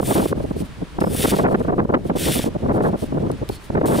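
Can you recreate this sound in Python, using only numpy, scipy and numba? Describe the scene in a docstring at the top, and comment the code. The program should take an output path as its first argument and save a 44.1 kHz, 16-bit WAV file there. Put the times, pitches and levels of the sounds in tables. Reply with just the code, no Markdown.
"""On a beach, a hand trowel cuts four times into damp sand: grains hiss and rasp along the blade.
Between strokes, loose sand spills and the blade ticks on grit and rings faintly.
Wind buffets the two microphone ports in short puffs, brighter the harder it blows, over faint surf.
A limiter ducks everything under the hardest puffs."""
import sys
import numpy as np
from scipy import signal
from scipy.fft import rfft, irfft
from scipy.io import wavfile
from scipy.ndimage import uniform_filter1d, map_coordinates
from numba import njit

SR = 44100
rng = np.random.default_rng(int(sys.argv[2]) if len(sys.argv) > 2 else 0)


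def output_pcm(signal):
    """Save a mono or channel-first signal as 16-bit PCM at the path in sys.argv[1].

    Samples are clipped to [-1, 1] before scaling.
    """
    pcm = np.clip(np.atleast_2d(signal).T, -1, 1) * 32767
    wavfile.write(sys.argv[1], SR, np.round(pcm).astype(np.int16))


N = 176400
T = np.arange(N) / SR

# One list per trowel stroke. Each row: time in seconds, relative hiss and rasp levels in dB.
STROKES = [
    [(.008, -43, -54), (.045, -37.5, -47.5), (.09, -26, -37), (.18, -30.5, -33.5), (.21, -34, -38.5),
     (.285, -40.5, -44.5), (.33, -61, -59)],
    [(1.01, -49, -48), (1.085, -44.5, -55), (1.16, -31, -40.5), (1.235, -23.5, -28), (1.265, -28, -32.5),
     (1.308, -26, -30), (1.323, -37, -39), (1.38, -40, -36.5), (1.445, -54.5, -50)],
    [(2.157, -41.5, -41), (2.19, -35.5, -41), (2.25, -28.5, -29), (2.375, -24, -31), (2.405, -38, -37),
     (2.465, -46, -43), (2.49, -57.5, -55)],
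    [(3.857, -33, -39), (3.92, -33.5, -42), (3.97, -33, -36.5), (4.0, -35, -33.5)],
]
# Sand spectra: fine sliding, coarse sliding, loose. Each row: frequency in Hz, relative density in dB.
HISS_SPECTRUM = [(4500, -41), (7000, -13), (8200, -2), (9000, -2.5), (10000, 2), (11000, -4), (11900, -10),
                 (13400, 1), (15800, -3)]
RASP_SPECTRUM = [(1000, -8), (1600, 3.5), (3300, 7), (4300, 2), (6800, -0.5), (9000, 1.5), (16000, -8.5)]
LOOSE_SPECTRUM = [(500, -33), (1400, -3), (3200, 6.5), (4500, 4), (6800, -0.5), (9600, 7), (12000, -4),
                  (14000, 3), (15800, -6)]
# Blade modes under the rasp. Each row: frequency in Hz, relative level in dB.
BLADE_MODES = [(3040, -16.5), (3540, -9.5), (4520, -17.5), (5500, -15.5), (7900, -18.5)]
# Blade brushing sand. Each row: start in seconds, length in seconds, pitch in Hz, level in dB.
RINGS = [(0.997, .13, 5150, -48.5), (2.036, .26, 3553, -61), (3.5, 0.085, 4370, -48.5)]
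# Sand spills. Each row: start in seconds, length in seconds, level in dB.
SPILLS = [(0.363, 0.18, -55.5), (0.565, 0.065, -41.5), (0.631, 0.04, -52), (1.466, 0.074, -46.5),
          (1.544, 0.11, -49), (2.042, 0.057, -50), (2.721, 0.058, -45), (2.814, 0.086, -44.5),
          (2.955, 0.12, -51), (3, 0.066, -49), (3.479, 0.093, -47), (3.61, 0.075, -53.5)]
# Blade on grit. Each row: start in seconds, level in dB, decay in seconds.
TICKS = [(1.005, -32, 0.0054), (3.315, -31, .002), (3.49, -29.5, 0.0023)]
# Wind puffs. Each row: start in seconds, length in seconds, strength in dB.
PUFFS = [(0.0, 0.0086, -7.5), (0.027, 0.0091, -14.0), (0.073, 0.042, -16.0), (0.108, 0.023, -8.5),
         (0.151, 0.043, -8.5), (0.194, 0.016, -8), (0.208, 0.042, -16.5), (0.255, 0.0099, -9),
         (0.313, 0.012, -19), (0.326, 0.0059, -6), (0.368, 0.019, -20), (0.398, 0.013, -20.5),
         (0.439, 0.019, -19.0), (0.507, 0.012, -15.5), (0.564, 0.0092, -20), (0.602, 0.033, -21.5),
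         (0.815, 0.022, -20), (0.985, 0.0073, -13), (1.012, 0.017, -7.5), (1.038, 0.012, -8.5),
         (1.065, 0.02, -14), (1.147, 0.0095, -15.5), (1.192, 0.028, -20.0), (1.238, 0.026, -7.0),
         (1.274, 0.014, -13.0), (1.316, 0.037, -8.0), (1.363, 0.012, -15.0), (1.386, 0.023, -6.5),
         (1.411, 0.019, -16.5), (1.434, 0.037, -7), (1.467, 0.026, -11), (1.492, 0.018, -19.0),
         (1.508, 0.034, -13.0), (1.542, 0.019, -6), (1.603, 0.018, -11.5), (1.648, 0.011, -15.0),
         (1.681, 0.03, -9.5), (1.72, 0.026, -13.0), (1.78, 0.027, -8.5), (1.802, 0.035, -17.0),
         (1.849, 0.0093, -12.5), (1.891, 0.021, -12.5), (1.922, 0.015, -13.5), (1.937, 0.018, -2.0),
         (1.953, 0.026, -13.0), (2.048, 0.022, -19.5), (2.096, 0.012, -7.5), (2.108, 0.016, -14),
         (2.152, 0.023, -12.5), (2.26, 0.061, -14.0), (2.348, 0.035, -15.0), (2.392, 0.0098, -11.0),
         (2.44, 0.006, -11.5), (2.454, 0.037, -16), (2.548, 0.023, -17.0), (2.621, 0.056, -18),
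         (2.684, 0.044, -10.5), (2.743, 0.058, -12), (2.804, 0.011, -9), (2.813, 0.016, -16.0),
         (2.836, 0.042, -11), (2.873, 0.037, -15.0), (2.928, 0.035, -14.0), (3.021, 0.027, -18),
         (3.123, 0.0081, -16.0), (3.142, 0.029, -18.5), (3.17, 0.016, -14), (3.225, 0.03, -18.5),
         (3.264, 0.017, -17.0), (3.298, 0.012, -14.5), (3.413, 0.025, -20.0), (3.495, 0.0091, -14.5),
         (3.7, 0.0084, -15.5), (3.749, 0.014, -7.5), (3.765, 0.029, -11.5), (3.813, 0.0076, -9),
         (3.83, 0.041, -10.5), (3.878, 0.092, -10.5), (3.971, 0.03, -19), (3.986, 0.011, -10.5)]
# Breeze between puffs. Each row: time in seconds, strength in dB.
BREEZE = [(0, -27), (.62, -30.5), (.68, -42), (.92, -41), (1.02, -27), (1.8, -25.5), (1.87, -35.5),
          (2.02, -35), (2.25, -26), (2.58, -33), (2.9, -25), (2.99, -36.5), (3.2, -25), (3.35, -25.5),
          (3.39, -37), (3.57, -38), (3.66, -49), (3.75, -25), (4.0, -24.5)]
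# Spectra: eddies at WIND_REF_DB, wind rumble, surf. Each row: frequency in Hz, relative density in dB.
EDDY_SPECTRUM = [(30, -12), (80, -2.5), (150, 0.5), (260, -1), (420, -5), (600, -7), (850, -13.5),
                 (1200, -21.5), (1800, -37.5), (5000, -63)]
RUMBLE_SPECTRUM = [(15, -19), (30, -26), (55, 2.5), (190, 3.5), (600, -2.5), (2000, -46.5)]
SURF_SPECTRUM = [(300, -2.5), (600, -12), (1000, -7.5), (3200, -15.5), (7000, -26.5), (9800, -26),
                 (12000, -37), (16000, -34)]
# The background hiss ducks briefly under hard gusts; the second row is negligible.
# Each row: start in seconds, length in seconds, gain in dB.
BACKGROUND_DUCKS = [(1.68, 0.412, -5.5), (3.752, 0.14, 0.5)]

WIND_REF_DB, WIND_DB_PER_OCTAVE = -17, 12
SINK_START_HZ, SINK_HZ_PER_S, SINK_WIDTH_HZ, SINK_DB = 8320, 7300, 1800.0, -5


def trowel(hiss_db=1.5, rasp_db=6.5, judder_db=0.5):
    """Grains rub along the juddering blade: fine hiss and coarse, hollow rasp."""
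    fine, coarse, sunk_s = np.zeros((3, N))
    for stroke in STROKES:
        time_s, fine_db, coarse_db = np.array(stroke).T
        inside = (T >= time_s[0]) & (T <= time_s[-1])
        fine += inside * undb(np.interp(T, time_s, fine_db))
        coarse += inside * undb(np.interp(T, time_s, coarse_db))
        sunk_s += inside * (T - time_s[0])
    hiss = pan(spread(lambda: sinking_hiss(sunk_s), width=0.35), left_db=2.0)
    rasp = spread(lambda: colour(grains(), RASP_SPECTRUM) + blade(), width=0.089)
    judder = undb(judder_db * walk(rate_hz=93))
    return judder * (undb(hiss_db) * fine * hiss + undb(rasp_db) * coarse * rasp)


def sinking_hiss(sunk_s):
    """Fine grains, with a resonance that climbs as the blade sinks in."""
    centre_hz = np.clip(SINK_START_HZ + SINK_HZ_PER_S * sunk_s, 100, SR / 4)
    hiss = colour(grains(), HISS_SPECTRUM)
    return hiss + undb(SINK_DB) * unit(resonance(grains(), centre_hz, SINK_WIDTH_HZ))


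def grains(rate_per_s=10000, spread_db=4.5, max_db=15.5):
    """Dense clicks of sand grains, a few much larger than the rest."""
    size_db = np.minimum(spread_db * rng.exponential(size=N), max_db)
    return (rng.random(N) < rate_per_s / SR) * np.sign(noise()) * undb(size_db)


def blade_mode(hz, width_hz=170.0):
    """Grains excite one damped mode of the blade."""
    return unit(resonance(grains(), np.full(N, float(hz)), width_hz))


def blade():
    """Grains keep several blade modes sounding."""
    return sum(undb(db) * blade_mode(hz) for hz, db in BLADE_MODES)


def rings():
    """The blade rings faintly where it brushes the sand."""
    return sum(undb(db) * arch(start_s, length_s) * blade_mode(hz) for start_s, length_s, hz, db in RINGS)


def spills(soften_s=0.013, uneven_db=2.5):
    """Loose sand slides off the blade and lands in uneven swells."""
    swells = sum(undb(db) * arch(start_s, length_s) for start_s, length_s, db in SPILLS)
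    flow = smooth(swells, soften_s) * undb(uneven_db * walk(rate_hz=84))
    return flow * spread(lambda: colour(grains(), LOOSE_SPECTRUM), width=0.44)


def ticks(rise_s=0.00067):
    """Short crunches where the blade meets grit."""
    crunch = sum(undb(db) * (T >= start_s) * np.exp(-np.abs(T - start_s) / decay_s)
                 for start_s, db, decay_s in TICKS)
    return smooth(crunch, rise_s) * spread(lambda: colour(grains(), LOOSE_SPECTRUM), width=0.79)


def wind(local_band_hz=(137, 675), local_db=-0.5, rumble_db=-29):
    """Eddies cross the right port, then the left; mid-sized ones also hit one only. Rumble beneath."""
    force = wind_force()
    eddies = turbulence()
    crossing = np.array([sweep(trailing(eddies), force), sweep(eddies, force)])
    band = signal.butter(2, local_band_hz, "band", fs=SR, output="sos")
    local = signal.sosfilt(band, [sweep(turbulence(), force) for port in range(2)])
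    swell = smooth(force, 0.06) / undb(WIND_REF_DB)
    rumble = swell * spread(lambda: colour(noise(), RUMBLE_SPECTRUM), width=0.25)
    return crossing + undb(local_db) * local + undb(rumble_db) * rumble


def wind_force(trim_db=-0.18, edge_s=0.0015, puff_flicker_db=1.0, breeze_flicker_db=3.5):
    """Puffs ride on the breeze; both flicker."""
    puffs = sum(undb(db + trim_db) * arch(start_s, length_s, 0.3) for start_s, length_s, db in PUFFS)
    breeze = undb(np.interp(T, *np.array(BREEZE).T) + breeze_flicker_db * walk(rate_hz=60))
    puffs = smooth(puffs, edge_s) * undb(puff_flicker_db * walk(rate_hz=190))
    return np.hypot(puffs, breeze)


def turbulence(even_s=0.0066):
    """A long field of eddies of even strength."""
    field = colour(rng.standard_normal(2 * N), EDDY_SPECTRUM)
    return field / np.sqrt(smooth(field ** 2, even_s))


def sweep(field, force):
    """Air carries eddies past a port: faster is louder and higher."""
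    octaves = (20 * np.log10(force) - WIND_REF_DB) / WIND_DB_PER_OCTAVE
    travel = np.cumsum(2 ** octaves)
    return force * map_coordinates(field, [travel], order=3, mode="wrap")


def trailing(field, max_lag_rad=2.126, knee_hz=444):
    """The same eddies at the far port: smaller ones lag more in phase, up to a limit."""
    hz = np.fft.rfftfreq(len(field), 1 / SR)
    lag_rad = max_lag_rad * np.tanh((hz / knee_hz) ** 2)
    return irfft(rfft(field) * np.exp(-1j * lag_rad), len(field))


def surf(level_db=-44.5):
    """Distant, even wash; this background hiss ducks briefly at a set time."""
    duck_db = sum(db * arch(start_s, length_s, 0.3) for start_s, length_s, db in BACKGROUND_DUCKS)
    return undb(level_db + duck_db) * spread(lambda: colour(noise(), SURF_SPECTRUM), width=0.7)


def undb(db):
    return 10 ** (np.asarray(db) / 20)


def unit(x):
    return x / np.sqrt(np.mean(x ** 2))


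def noise():
    return rng.standard_normal(N)


def colour(x, spectrum):
    """Filter x by (Hz, dB) points; rms 1."""
    hz, db = np.array(spectrum).T
    bins_hz = np.maximum(np.fft.rfftfreq(len(x), 1 / SR), 1)
    gain = undb(np.interp(np.log(bins_hz), np.log(hz), db))
    return unit(irfft(rfft(x) * gain, len(x)))


def smooth(x, window_s):
    size = max(int(window_s * SR), 1)
    return uniform_filter1d(uniform_filter1d(x, size), size)


def walk(rate_hz):
    """Random levels, held and slewed; rms 1."""
    hold = int(SR / rate_hz)
    steps = np.repeat(noise()[:N // hold + 1], hold)[:N]
    return unit(smooth(steps, 1 / rate_hz))


def arch(start_s, length_s, roundness=0.23):
    """Rise and fall; lower roundness is flatter."""
    progress = np.clip((T - start_s) / length_s, 0, 1)
    return (1 - (2 * progress - 1) ** 2) ** roundness


def spread(make, width):
    """Stereo from a mid and a weaker, unrelated side."""
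    return make() + width * make() * np.array([[1], [-1]])


def pan(x, left_db):
    return x * undb(np.array([[left_db], [-left_db]]) / 2)


@njit
def resonance(x, centre_hz, width_hz):
    """State-variable band-pass with a moving centre."""
    y, band_state, low_state = np.empty(len(x)), 0., 0.
    for i in range(len(x)):
        tuning, damping = np.tan(np.pi * centre_hz[i] / SR), width_hz / centre_hz[i]
        band = (band_state + tuning * (x[i] - low_state)) / (1 + tuning * (tuning + damping))
        band_state = 2 * band - band_state
        low_state += 2 * tuning * band
        y[i] = damping * band
    return y


@njit
def follow(x, attack_s, release_s):
    """Envelope follower."""
    y, level = np.empty(len(x)), 0.
    for i in range(len(x)):
        level += (x[i] - level) / (SR * (attack_s if x[i] > level else release_s))
        y[i] = level
    return y


def scene():
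    return wind() + trowel() + rings() + spills() + ticks() + surf()


def record(dry, threshold_db=-16, ratio=2.006):
    """One limiter for both channels, microphone treble droop, steep top cut."""
    peak = follow(np.abs(dry).max(axis=0), attack_s=0.000067, release_s=0.012)
    gain = np.maximum(peak / undb(threshold_db), 1) ** (1 / ratio - 1)
    droop = signal.butter(4, 15000, fs=SR, output="sos")
    top_cut = signal.ellip(12, .1, 80, 15700, fs=SR, output="sos")
    return signal.sosfilt(np.vstack([droop, top_cut]), dry * smooth(gain, 0.0003))


dry = scene()
out = record(dry)
output_pcm(out)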